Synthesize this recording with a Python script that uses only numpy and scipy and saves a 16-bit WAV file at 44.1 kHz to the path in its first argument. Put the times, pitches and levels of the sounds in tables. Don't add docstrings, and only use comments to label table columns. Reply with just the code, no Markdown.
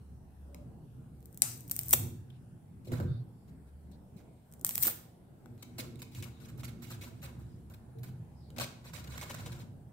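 import sys
import numpy as np
from scipy import signal
from scipy.fft import rfft, irfft
from scipy.io import wavfile
from scipy.ndimage import uniform_filter1d

SR = 44100
rng = np.random.default_rng(int(sys.argv[2]) if len(sys.argv) > 2 else 0)


def generate_wav(sig):
    pcm = np.round(np.clip(np.atleast_2d(sig).T, -1, 1) * 32767).astype(np.int16)
    wavfile.write(sys.argv[1], SR, pcm)


def nominal_scale(level):
    x = np.asarray(level, float) / 20
    return 10 ** x


N = 437472


def evened(x):
    return x / np.sqrt(np.mean(x ** 2) + 1e-20)


def read_spectrum(points, hz):
    f, value = np.transpose(points)
    return np.interp(np.log(hz + 1), np.log(f + 1), value)


def level_curve(points):
    s, db = np.transpose(points)
    return nominal_scale(np.interp(np.arange(N) / SR, s, db, left=-150, right=-150))


def add(mix, s, sound):
    part = mix[:, round(s * SR):][:, :sound.shape[1]]
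    part += sound[:, :part.shape[1]]


def shifting(x, responses, turn_s):
    place = np.arange(N) / SR / turn_s
    out = 0
    for k, response in enumerate(responses):
        away = abs((place - k + 1) % len(responses) - 1)
        window = np.cos(np.pi / 2 * np.minimum(away, 1))
        out = out + signal.oaconvolve(x * window, response, axes=1)[:, :N]
    return out


# (frequency [Hz], level [dB])
AIR_COLOUR = [(18, -46), (30, -24), (141, -4), (252, -13), (303, -19), (364, -19), (540, -26), (780, -26),
              (1190, -38), (1540, -38), (2290, -45), (6550, -52), (8740, -45), (14800, -51), (16000, -55)]
# (frequency [Hz], left-right likeness [-1 to 1])
PORT_LIKENESS = [(60, 0.9), (180, 0.91), (550, 0.45), (1650, 0.01), (4970, -0.02), (15000, -0.01)]


def air():
    frames, hz = N // 256 + 5, np.fft.rfftfreq(1024, 1 / SR)
    a, b, c, d, patches = rng.standard_normal((frames, 513, 5)).T
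    patches = uniform_filter1d(patches, 12, 0)
    patches = evened(uniform_filter1d(patches, 30, 1))
    same = np.clip(read_spectrum(PORT_LIKENESS, hz), -1, 1)[:, None]
    left = a + 1j * b
    right = same * left + np.sqrt(1 - same ** 2) * (c + 1j * d)
    drift_db = 2.3 * patches
    z = np.array([left, right]) * nominal_scale(read_spectrum(AIR_COLOUR, hz)[:, None] + drift_db)
    return nominal_scale(-55) * evened(signal.istft(z, nperseg=1024, noverlap=768)[1][:, :N])


def resonate(x, modes):
    hz = np.fft.rfftfreq(N, 1 / SR)
    gain = sum(nominal_scale(db) / (1 + (2 * (hz - f) / width) ** 2) for f, width, db in modes)
    return irfft(rfft(x) * gain, N)


def rumble(gain, modes, apart):
    mid, side = (evened(resonate(noise, modes)) for noise in rng.standard_normal((2, N)))
    return gain * (mid + apart * side * [[1], [-1]]) * nominal_scale([[-.6], [.6]])


# (time [s], level [dB])
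TRAFFIC = [(0, -55), (.7, -54), (1.15, -55.5), (1.5, -68), (1.9, -50), (2.7, -78), (2.95, -52.5),
           (3.4, -70), (3.75, -48.5), (4.45, -74), (4.8, -57.5), (5.2, -76), (6.3, -56), (7.3, -57.5),
           (8.45, -61.5), (9.1, -52), (9.35, -58.5), (9.92, -60.5)]
# (frequency [Hz], width [Hz], level [dB])
STREET_MODES = [(69.9, 5.5, 5.5), (47.7, 19, -18.5)]


def street():
    return rumble(level_curve(TRAFFIC), STREET_MODES, apart=.13)


def load(presses):
    rise_share, fade_db = 0.76, 24
    t = np.arange(0, N + 64, 64) / SR
    s, db, hold, hard_db = np.array(presses).T[..., None]
    press_db = db - fade_db * np.maximum((t - s) / hold, (s - t) / (rise_share * hold))
    strengths = []
    for part_db, resting_db in [(0, -68), (hard_db, -68 - 21.5)]:
        power = (nominal_scale(press_db + part_db) ** 2).sum(0) + nominal_scale(resting_db) ** 2
        strengths.append(np.interp(np.arange(N) / SR, t, np.sqrt(power)))
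    return strengths


# (time [s], strength [dB], hold [s], hardness [dB])
PRESSES = [(.02, -52, 0.073, -10), (.66, -48, 0.21, -10), (1.0, -46.5, 0.24, -12), (1.53, -50, 0.54, -7),
           (2.03, -35.5, 0.37, -11.5), (2.55, -51.5, 0.24, -13.5), (2.93, -31.5, 0.06, -3.5),
           (3.06, -27.5, 0.24, -17), (4.8, -48.5, 0.43, -8), (5.52, -49, 0.18, -10),
           (5.87, -50, 0.93, -2.5), (6.21, -41.5, 0.17, -9), (6.44, -46.5, 0.19, -7.5),
           (6.63, -45, 0.4, -6.5), (6.95, -47, 0.68, -6.5), (7.4, -47.5, 0.99, -10),
           (8.09, -43, 0.64, -14.5), (8.62, -42, 0.18, -7), (9.1, -45.5, 1, -10.5),
           (9.47, -42.5, 0.51, -12.5)]
# (frequency [Hz], width [Hz], level [dB])
BOARD_MODES = [(124.8, 15, 0.5), (100, 16, -4.5), (165.5, 32, -12), (36.2, 24, -32)]
# (frequency [Hz], width [Hz], level [dB])
UPPER_MODES = [(237.7, 24.3, 2), (306, 110, -12), (353.3, 16, -7.5), (457.7, 20, -13)]


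def board():
    soft, hard = load(PRESSES)
    return rumble(soft, BOARD_MODES, apart=.14) + rumble(hard, UPPER_MODES, apart=.4)


# (time [s], length [s], frequency [Hz], width
# [Hz], level [dB])
SWELLS = [(3.05, .17, 3650, 250, -70), (3.05, .2, 4400, 700, -72), (3.0, .2, 1400, 400, -66),
          (8.34, .12, 5050, 500, -76), (1.42, .008, 6300, 1500, -31), (1.422, .15, 5800, 2500, -53),
          (1.422, .09, 1400, 500, -58), (8.39, .14, 4400, 1200, -74), (5.57, .16, 4000, 500, -72),
          (2.3, .1, 3200, 1800, -75), (2.299, .012, 3300, 600, -62), (1.924, .022, 800, 300, -46),
          (1.93, .02, 480, 150, -48), (3.91, .06, 4200, 1200, -73), (.47, .22, 580, 30, -61),
          (7.92, .12, 452, 12, -59), (7.08, .08, 650, 40, -65), (2.91, .17, 900, 800, -60),
          (1.95, .15, 800, 300, -62), (7.47, .12, 5000, 600, -80), (6.28, .2, 3800, 500, -72)]


def swells():
    out = np.zeros((2, N))
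    for (s, length, hz, width, db), noise in zip(SWELLS, rng.standard_normal((len(SWELLS), 2, 16000))):
        n, r = min(round(length * SR), 16000), np.exp(-np.pi * width / SR)
        turn = np.exp(2j * np.pi * hz * np.arange(n) / SR)
        hiss = (turn * signal.lfilter([1], [1, -2 * r, r * r], noise[:, :n] / turn)).real
        add(out, s, nominal_scale(db) * evened(hiss) * np.sqrt(np.hanning(n)))
    return out


# (time [s], peak level [dB])
THUDS = [
    (1.422, -45.5),
    (1.93, -34.5),
    (2.871, -41),
    (2.921, -34.5),
    (2.999, -31.5),
    (4.646, -56),
    (4.861, -36),
    (5.46, -55.5),
    (5.787, -38.5),
    (8.586, -44),
]
# (frequency [Hz], level [dB], decay by 60 dB [s])
WOOD_MODES = [(228.2, -1, .1), (347, 0, 0.072), (354, -5.5, 0.06), (505.5, -3, 0.091), (608, -2, 0.047)]


def thuds():
    t, out = np.arange(8000) / SR, np.zeros((1, N))
    for s, db in THUDS:
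        ring = 0
        for f, mode_db, t60 in WOOD_MODES:
            struck_hz = f * rng.uniform(0.937, 1.047)
            ring = ring + nominal_scale(mode_db - 60 * t / t60) * np.sin(2 * np.pi * struck_hz * t)
        ring *= 1 - np.exp(-t / 0.0026)
        add(out, s, nominal_scale(db) * ring[None] / abs(ring).max())
    return out * nominal_scale([[-1.5], [1.5]])


# (frequency [Hz], decay by 60 dB [s])
KITCHEN_DECAY = [(250, 0.2), (660, 0.62), (1740, 0.5), (4590, 0.5), (12100, 0.33)]


def kitchen(x):
    n = SR // 2
    taps = np.zeros((6, n))
    at = np.arange(70, n - 20, 10) + rng.integers(0, 10, (6, (n - 81) // 10))
    np.put_along_axis(taps, at, rng.choice([-1., 1.], at.shape), 1)
    taps *= nominal_scale(4.5 * np.exp(-np.arange(n) / SR / 0.00601))
    hz, t, z = signal.stft(taps, SR, nperseg=256)
    decay = nominal_scale(-60 * t / read_spectrum(KITCHEN_DECAY, hz)[:, None])
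    tail = signal.istft(z * decay, SR, nperseg=256)[1]
    return shifting(x, tail.reshape(3, 2, -1) / np.linalg.norm(tail[0]), turn_s=0.016)


def ports(x, lag, bounce, bounce_s):
    t = np.arange(300) / SR
    taps = bounce * rng.standard_normal((9, 2, 300)) * (rng.random((9, 2, 300)) < .15) * np.exp(-t / bounce_s)
    taps[..., 0] = 1
    late = np.round(lag * rng.permutation(np.linspace(.1, 1.9, num=9))).astype(int)
    responses = []
    for (left, right), delay in zip(taps, late):
        pair = np.array([left, np.roll(right, delay)])
        responses.append(pair / np.linalg.norm(pair, axis=1, keepdims=True))
    return shifting(x, responses, turn_s=.009)


def causal(db):
    log_gain = np.log(nominal_scale(np.maximum(np.r_[db, db[-2:0:-1]], -100)))
    taps = np.fft.ifft(np.exp(log_gain - 1j * signal.hilbert(log_gain).imag)).real[:1024]
    return taps / np.linalg.norm(taps)


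def fruit_rings(colour, peaks, split_hz):
    hz = np.fft.rfftfreq(2048, 1 / SR)
    peaks_db = sum(db / (1 + (2 * (hz - f) / width) ** 2) for f, width, db in peaks)
    response = causal(read_spectrum(colour, hz) + peaks_db)
    whole = rfft(np.r_[np.zeros(64), response], 2048)
    dull, below_top = (1 / (1 + (hz / f) ** 12) for f in split_hz)
    shares = (dull, below_top - dull, 1 - below_top)
    return [evened(irfft(whole * share)) / np.sqrt(2048) for share in shares]


def grains(shape, per_s, spread_db):
    size = nominal_scale(spread_db * np.minimum(rng.exponential(1, shape), 4)) * rng.choice([-1., 1.], shape)
    return size * (rng.random(shape) < per_s / SR)


def crackle(events, fizz_curves, rings, per_s, spread_db, snap_s, rise, fade, fizz_db, trim_db):
    t, sides = np.arange(4000) / SR, np.array([[.5], [-.5]])
    runs = grains((len(events), 4000), per_s, spread_db)
    fizz = evened(grains(N, per_s, spread_db)) * sum(level_curve(c) for c in fizz_curves)
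    drive = np.repeat(nominal_scale(np.array(fizz_db))[:, None], 2, axis=0) * fizz
    for (s, db, pan_db, dull_db, length, top_db), run in zip(events, runs):
        run = run * np.exp(-np.maximum(t - length, 0) / (fade * length))
        run = run / (abs(run[t < length + .001]).max() + 1)
        run = run * np.minimum(t / (rise * length), 1)
        run[0] = min(snap_s / length, 4.5)
        part_db = np.vstack([sides * pan_db + part for part in (dull_db, 0, top_db)])
        add(drive, s - .5 * rise * length, run * nominal_scale(db + trim_db + part_db))
    out = 0
    for k, ring in enumerate(rings):
        out = out + signal.oaconvolve(drive[2 * k:2 * k + 2], ring[None, :1100], axes=1)[:, 64:N + 64]
    return out


def with_top(rows, top_curve):
    return [(*row, np.interp(row[0], *np.transpose(top_curve))) for row in rows]


def placed(rows, pan_db):
    scatter_db = 4
    return [(s, db, pan_db + scatter_db * rng.standard_normal(), *rest) for s, db, *rest in rows]


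# (time [s], peak level [dB], dull part [dB], length [s])
SCUFFS = [(2.8472, -59, -28, 0.017), (2.8704, -54.5, -19, 0.017), (2.917, -45, 3.5, 0.025),
          (2.95, -54.5, 6.5, 0.041), (3.0004, -50.5, 10.5, 0.011), (3.02, -61, 7, 0.026),
          (3.4777, -66.5, 3, 0.024), (3.6677, -72, 6.5, 0.028), (3.914, -64.5, -13, 0.01),
          (4.165, -63.5, -10.5, 0.024), (4.188, -66, 5, 0.027)]
# (time [s], peak level [dB], dull part [dB], length [s])
JERKS = [(5.5784, -70, -1, 0.044), (5.6246, -41.5, -5, 0.0073), (5.7825, -35.5, -7, 0.026),
         (5.8294, -63.5, 13, 0.023), (5.99, -53.5, -7, 0.018), (6.0194, -44.5, -8.5, 0.011),
         (6.1145, -58.5, -21, 0.035), (6.1477, -49.5, -9, 0.029), (6.1706, -50.5, -6, 0.036),
         (6.224, -44, -9, 0.022), (6.25, -58.5, 4, 0.038), (6.3996, -59.5, -7, 0.052),
         (6.4507, -52.5, -6, 0.0095), (6.4842, -53.5, -1, 0.019), (6.575, -56.5, -2, 0.02),
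         (6.5949, -51, -1, 0.017), (6.633, -45.5, -0.5, 0.0098), (6.643, -41, -10, 0.013),
         (6.6787, -49.5, 1.5, 0.018), (6.7, -71, 2.5, 0.019), (6.8201, -48.5, -6.5, 0.031),
         (6.865, -54.5, -15, 0.038), (6.9019, -43.5, -2.5, 0.025), (6.932, -50, 1.5, 0.02),
         (7.011, -45.5, -4, 0.038), (7.045, -54.5, 0, .045), (7.217, -53, -0.5, 0.017),
         (7.2276, -46, 0, 0.02), (7.2491, -48, 3.5, 0.015), (7.268, -60.5, 7.5, .035),
         (7.3894, -66, 5, 0.037), (7.6982, -62.5, 6, 0.03), (7.7368, -55.5, 4, 0.011),
         (7.9838, -63, -1.5, 0.012), (8.032, -50.5, 0.5, 0.015), (8.052, -61, 0, 0.044)]
# (time [s], peak level [dB], length [s])
DRAWS = [(8.563, -48.5, 0.014), (8.584, -32.5, 0.0056), (8.599, -32.5, 0.012), (8.61, -31, 0.011),
         (8.623, -37, 0.0094), (8.633, -35.5, .013), (8.653, -61, 0.019), (8.844, -50.5, 0.051),
         (8.933, -44.5, 0.037), (8.973, -48, 0.034), (9.0405, -47, 0.0085), (9.073, -46, 0.008),
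         (9.1, -51, 0.025), (9.118, -50, 0.052), (9.176, -37.5, 0.007), (9.188, -51, 0.02),
         (9.212, -40, 0.028), (9.296, -39.5, 0.021), (9.3423, -41, 0.0082), (9.385, -47.5, .03),
         (9.457, -53, 0.01), (9.458, -43.5, 0.021), (9.519, -45.5, 0.013), (9.536, -57, 0.034),
         (9.59, -53, 0.033)]
# (time [s], peak level [dB], left-right [dB], dull part [dB])
TICKS = [(0.546, -46, 2, -1), (3.001, -50, 5, 10), (2.303, -62, -10, -12), (5.4591, -56.5, 6, 5),
         (5.579, -60.5, -1, -19), (7.6995, -59.5, -2, -11.5), (8.0338, -49, -4, -1.5),
         (5.957, -52, -5, -16), (6.019, -40.5, -6, -7), (6.1494, -46.5, -11, -20), (6.2256, -39, -2.5, -30),
         (8.504, -50.5, -2, -4), (8.5835, -34.5, 3, -11), (8.5986, -32, -1, -1.5), (8.588, -54, -2, -15),
         (9.213, -40, -10, -16)]
# (time [s], level [dB])
SAWING = [
    [(2.82, -104), (2.9, -70), (3.01, -69), (3.25, -113)],
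    [(5.45, -99), (5.85, -70), (6.05, -112), (6.46, -68.5), (6.71, -99), (6.82, -72), (7.35, -76),
     (7.7, -85.5), (8.4, -88)],
    [(8.4, -96.5), (8.568, -80), (8.738, -80), (9.178, -60.5), (9.362, -58.5), (9.618, -67.5),
     (9.75, -104.5)],
]
# (time [s], highest part [dB])
PEEL_TOP = [
    (7, -1),
    (7.9, 5),
    (8.5, -4.5),
]
# (frequency [Hz], level [dB])
PEEL_COLOUR = [(290, -27), (500, -1.5), (718, -4), (868, -7), (974, -6.5), (1510, -3.5), (1770, -8),
               (2280, -8), (2930, -10.5), (3920, -10), (4700, -11.5), (6000, -14), (7200, -11),
               (8210, -9.5), (9490, -22.5), (14000, -24), (16000, -25)]
# (frequency [Hz], width [Hz], height above the colour [dB])
PEEL_RINGS = [(979, 68, 6.5), (1480, 27, 6.5), (2194, 50, 6), (2537, 33, 7), (2950, 90, 4),
              (3757, 140, 2.5), (4013, 95, 3.5), (5950, 400, 1), (7980, 220, -7)]


def blade_on_peel():
    draws = [(s, db, -1.8, length) for s, db, length in DRAWS]
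    slips = placed(SCUFFS, pan_db=-2) + placed(JERKS, pan_db=-1.5) + placed(draws, pan_db=0.5)
    ticks = [(*row, 0.0016) for row in TICKS]
    rings = fruit_rings(PEEL_COLOUR, PEEL_RINGS, split_hz=(1900, 10500))
    return crackle(with_top(slips + ticks, PEEL_TOP), SAWING, rings, per_s=14000, spread_db=2.0,
                   snap_s=0.00296, rise=.15, fade=.25, fizz_db=(1.5, -1.5, -6), trim_db=4.5)


# (time [s], peak level [dB], left-right [dB], dull part [dB])
FIRST_STALK = [(1.206, -51.5, -8.5, -12), (1.228, -48.5, -4, -5.5), (1.2577, -36.5, 3.5, -18.5),
               (1.3284, -46.5, 10.5, -26.5), (1.3457, -39.5, -1.5, -19.5), (1.375, -27, -1, -18.5),
               (1.4206, 4, 4, -13.5), (1.429, -29.5, -3, -27), (1.517, -35, 3, -32),
               (1.535, -35.5, -2, -31.5), (1.577, -37.5, 2.5, -25.5), (1.608, -33.5, 1, -28),
               (1.6796, -35.5, -1, -21), (1.687, -39.5, -3, -25), (1.698, -29.5, -3, -10),
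               (1.713, -14, 4.5, -15), (1.7173, -15.5, 0, -13.5), (1.757, -32, -5.5, -26),
               (1.7649, -17, 2, -15), (1.7915, -12, 1.5, -10.5), (1.8125, -27, -1.5, -18),
               (1.8343, -26, 2.5, -22.5), (1.861, -33.5, 0, -24), (1.866, -36.5, 1, -21),
               (1.8843, -22.5, 3, -29.5), (1.893, -22.5, 0.5, -30), (1.9008, -27, 4, -39.5),
               (1.9092, -13, 0.5, -29.5), (1.924, -25, 2.5, -21.5), (1.927, -29, -3.5, -21.5),
               (1.9297, -10, -3, -16), (1.931, -6, 2.5, -17.5), (1.9334, -10.5, -0.5, -20.5),
               (1.935, -3.5, -2, -21), (1.9353, -5, -0.5, -1.5), (1.9375, -6.5, -1, -22.5),
               (1.938, -10, -3.5, -18.5), (1.9401, -11.5, -2, -18.5)]
# (time [s], peak level [dB], left-right [dB], dull part [dB])
SECOND_STALK = [(4.5164, -46, 5, -21.5), (4.525, -38, -6, -16), (4.538, -35.5, -1, -12.5),
                (4.596, -43, 0, -19.5), (4.613, -32.5, 3.5, -20), (4.648, -8, -1, -12),
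                (4.6663, -14.5, -4, -16), (4.678, -26.5, -0.5, -12), (4.6925, -15, -6, -10.5),
                (4.7095, -23.5, -4, -2.5), (4.7245, -38.5, -0.5, -20), (4.738, -35, -1, -5),
                (4.7522, -23.5, -3.5, -13), (4.7558, -13.5, -3, -11.5), (4.774, -29.5, -0.5, -13),
                (4.7798, -14, -2, -6), (4.8054, -26, 0.5, -28), (4.8113, -31, 3, -22),
                (4.815, -28.5, 0, -25), (4.8202, -29.5, 0, -19.5), (4.827, -18, -2, -13),
                (4.829, -19, 5, -21), (4.831, -15, 3, -14), (4.8347, -14.5, 0.5, -28),
                (4.8355, -12.5, 0, -10), (4.841, -25, -5, -5), (4.858, -32, -1, -8),
                (4.87, -21.5, -23, -14), (4.8746, -17.5, -3.5, -10), (4.882, -26, -7, 9.5)]
# (time [s], peak level [dB], left-right [dB], dull part [dB], crackle length [s])
RIPS = [
    (1.424, -10, 0, -14, .01),
    (1.9313, 0.6, 0, -18, 0.007),
    (4.7952, -25, 2.3, -23, 0.016),
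    (4.824, -6, 3, -13.5, 0.012),
    (4.842, -11, -1.5, -6, 0.025),
    (4.867, -7, -0.5, -6, 0.015),
    (4.885, -19, 0, -5, .025),
]
# (time [s], level [dB])
TEARING = [
    [(1.15, -86), (1.4, -76.5), (1.45, -49), (1.67, -73), (1.72, -60), (1.87, -57), (1.92, -44.5),
     (1.98, -56.5)],
    [(4.45, -85), (4.63, -89), (4.66, -47), (4.79, -55), (4.83, -40.5), (4.93, -60)],
]
# (time [s], level [dB])
STALK_TOP = [
    (1.37, 1.5),
    (1.42, -23),
    (1.5, 3.5),
    (1.9, 4.5),
    (4.6, -3.5),
    (4.67, 3),
    (4.85, 7.5),
]
# (frequency [Hz], level [dB per Hz])
STALK_COLOUR = [(400, -20), (620, -14), (950, -12), (1290, -11), (2660, -12), (4310, -13), (5400, -16),
                (6600, -17), (8860, -10), (10500, -11.5), (12800, 5.5), (14900, 9.5), (16000, -0.5)]
# (frequency [Hz], width [Hz], height above the colour [dB])
STALK_RINGS = [(784, 330, 2.6), (1420, 240, 0.66), (3430, 298, 0.7), (6036, 240, 0.86), (7960, 2700, 4.2)]


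def stalks_tearing():
    snaps = [(*row, .0014) for row in FIRST_STALK + SECOND_STALK]
    rings = fruit_rings(STALK_COLOUR, STALK_RINGS, split_hz=(5200, 10500))
    return crackle(with_top(snaps + RIPS, STALK_TOP), TEARING, rings, per_s=6000, spread_db=3.8,
                   snap_s=.0045, rise=.45, fade=0.49, fizz_db=(-12, -1.5, 1.5), trim_db=-9.5)


def scene():
    stalks, blade, wood = stalks_tearing(), blade_on_peel(), thuds()
    near = ports(stalks + blade, lag=13, bounce=.27, bounce_s=.0008) + wood
    into_room = nominal_scale(-8) * stalks + nominal_scale(-6.0) * blade + nominal_scale(1.0) * wood
    return near + kitchen(into_room) + swells() + board() + street() + air()


def top_cut(x):
    return signal.sosfilt(signal.butter(12, 16800, fs=SR, output="sos"), x)


def record(dry):
    low = signal.oaconvolve(dry, signal.firwin(511, 15800, fs=SR)[None], "same", axes=1)
    top = dry - low
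    power = (top ** 2).mean(0)
    sudden = uniform_filter1d(power, 128) > 8 * uniform_filter1d(power, 2048)
    mix = low + uniform_filter1d(1. * sudden, 256) * top
    return top_cut(np.clip(mix, -.995, .995))


dry = scene()
out = record(dry)
generate_wav(out)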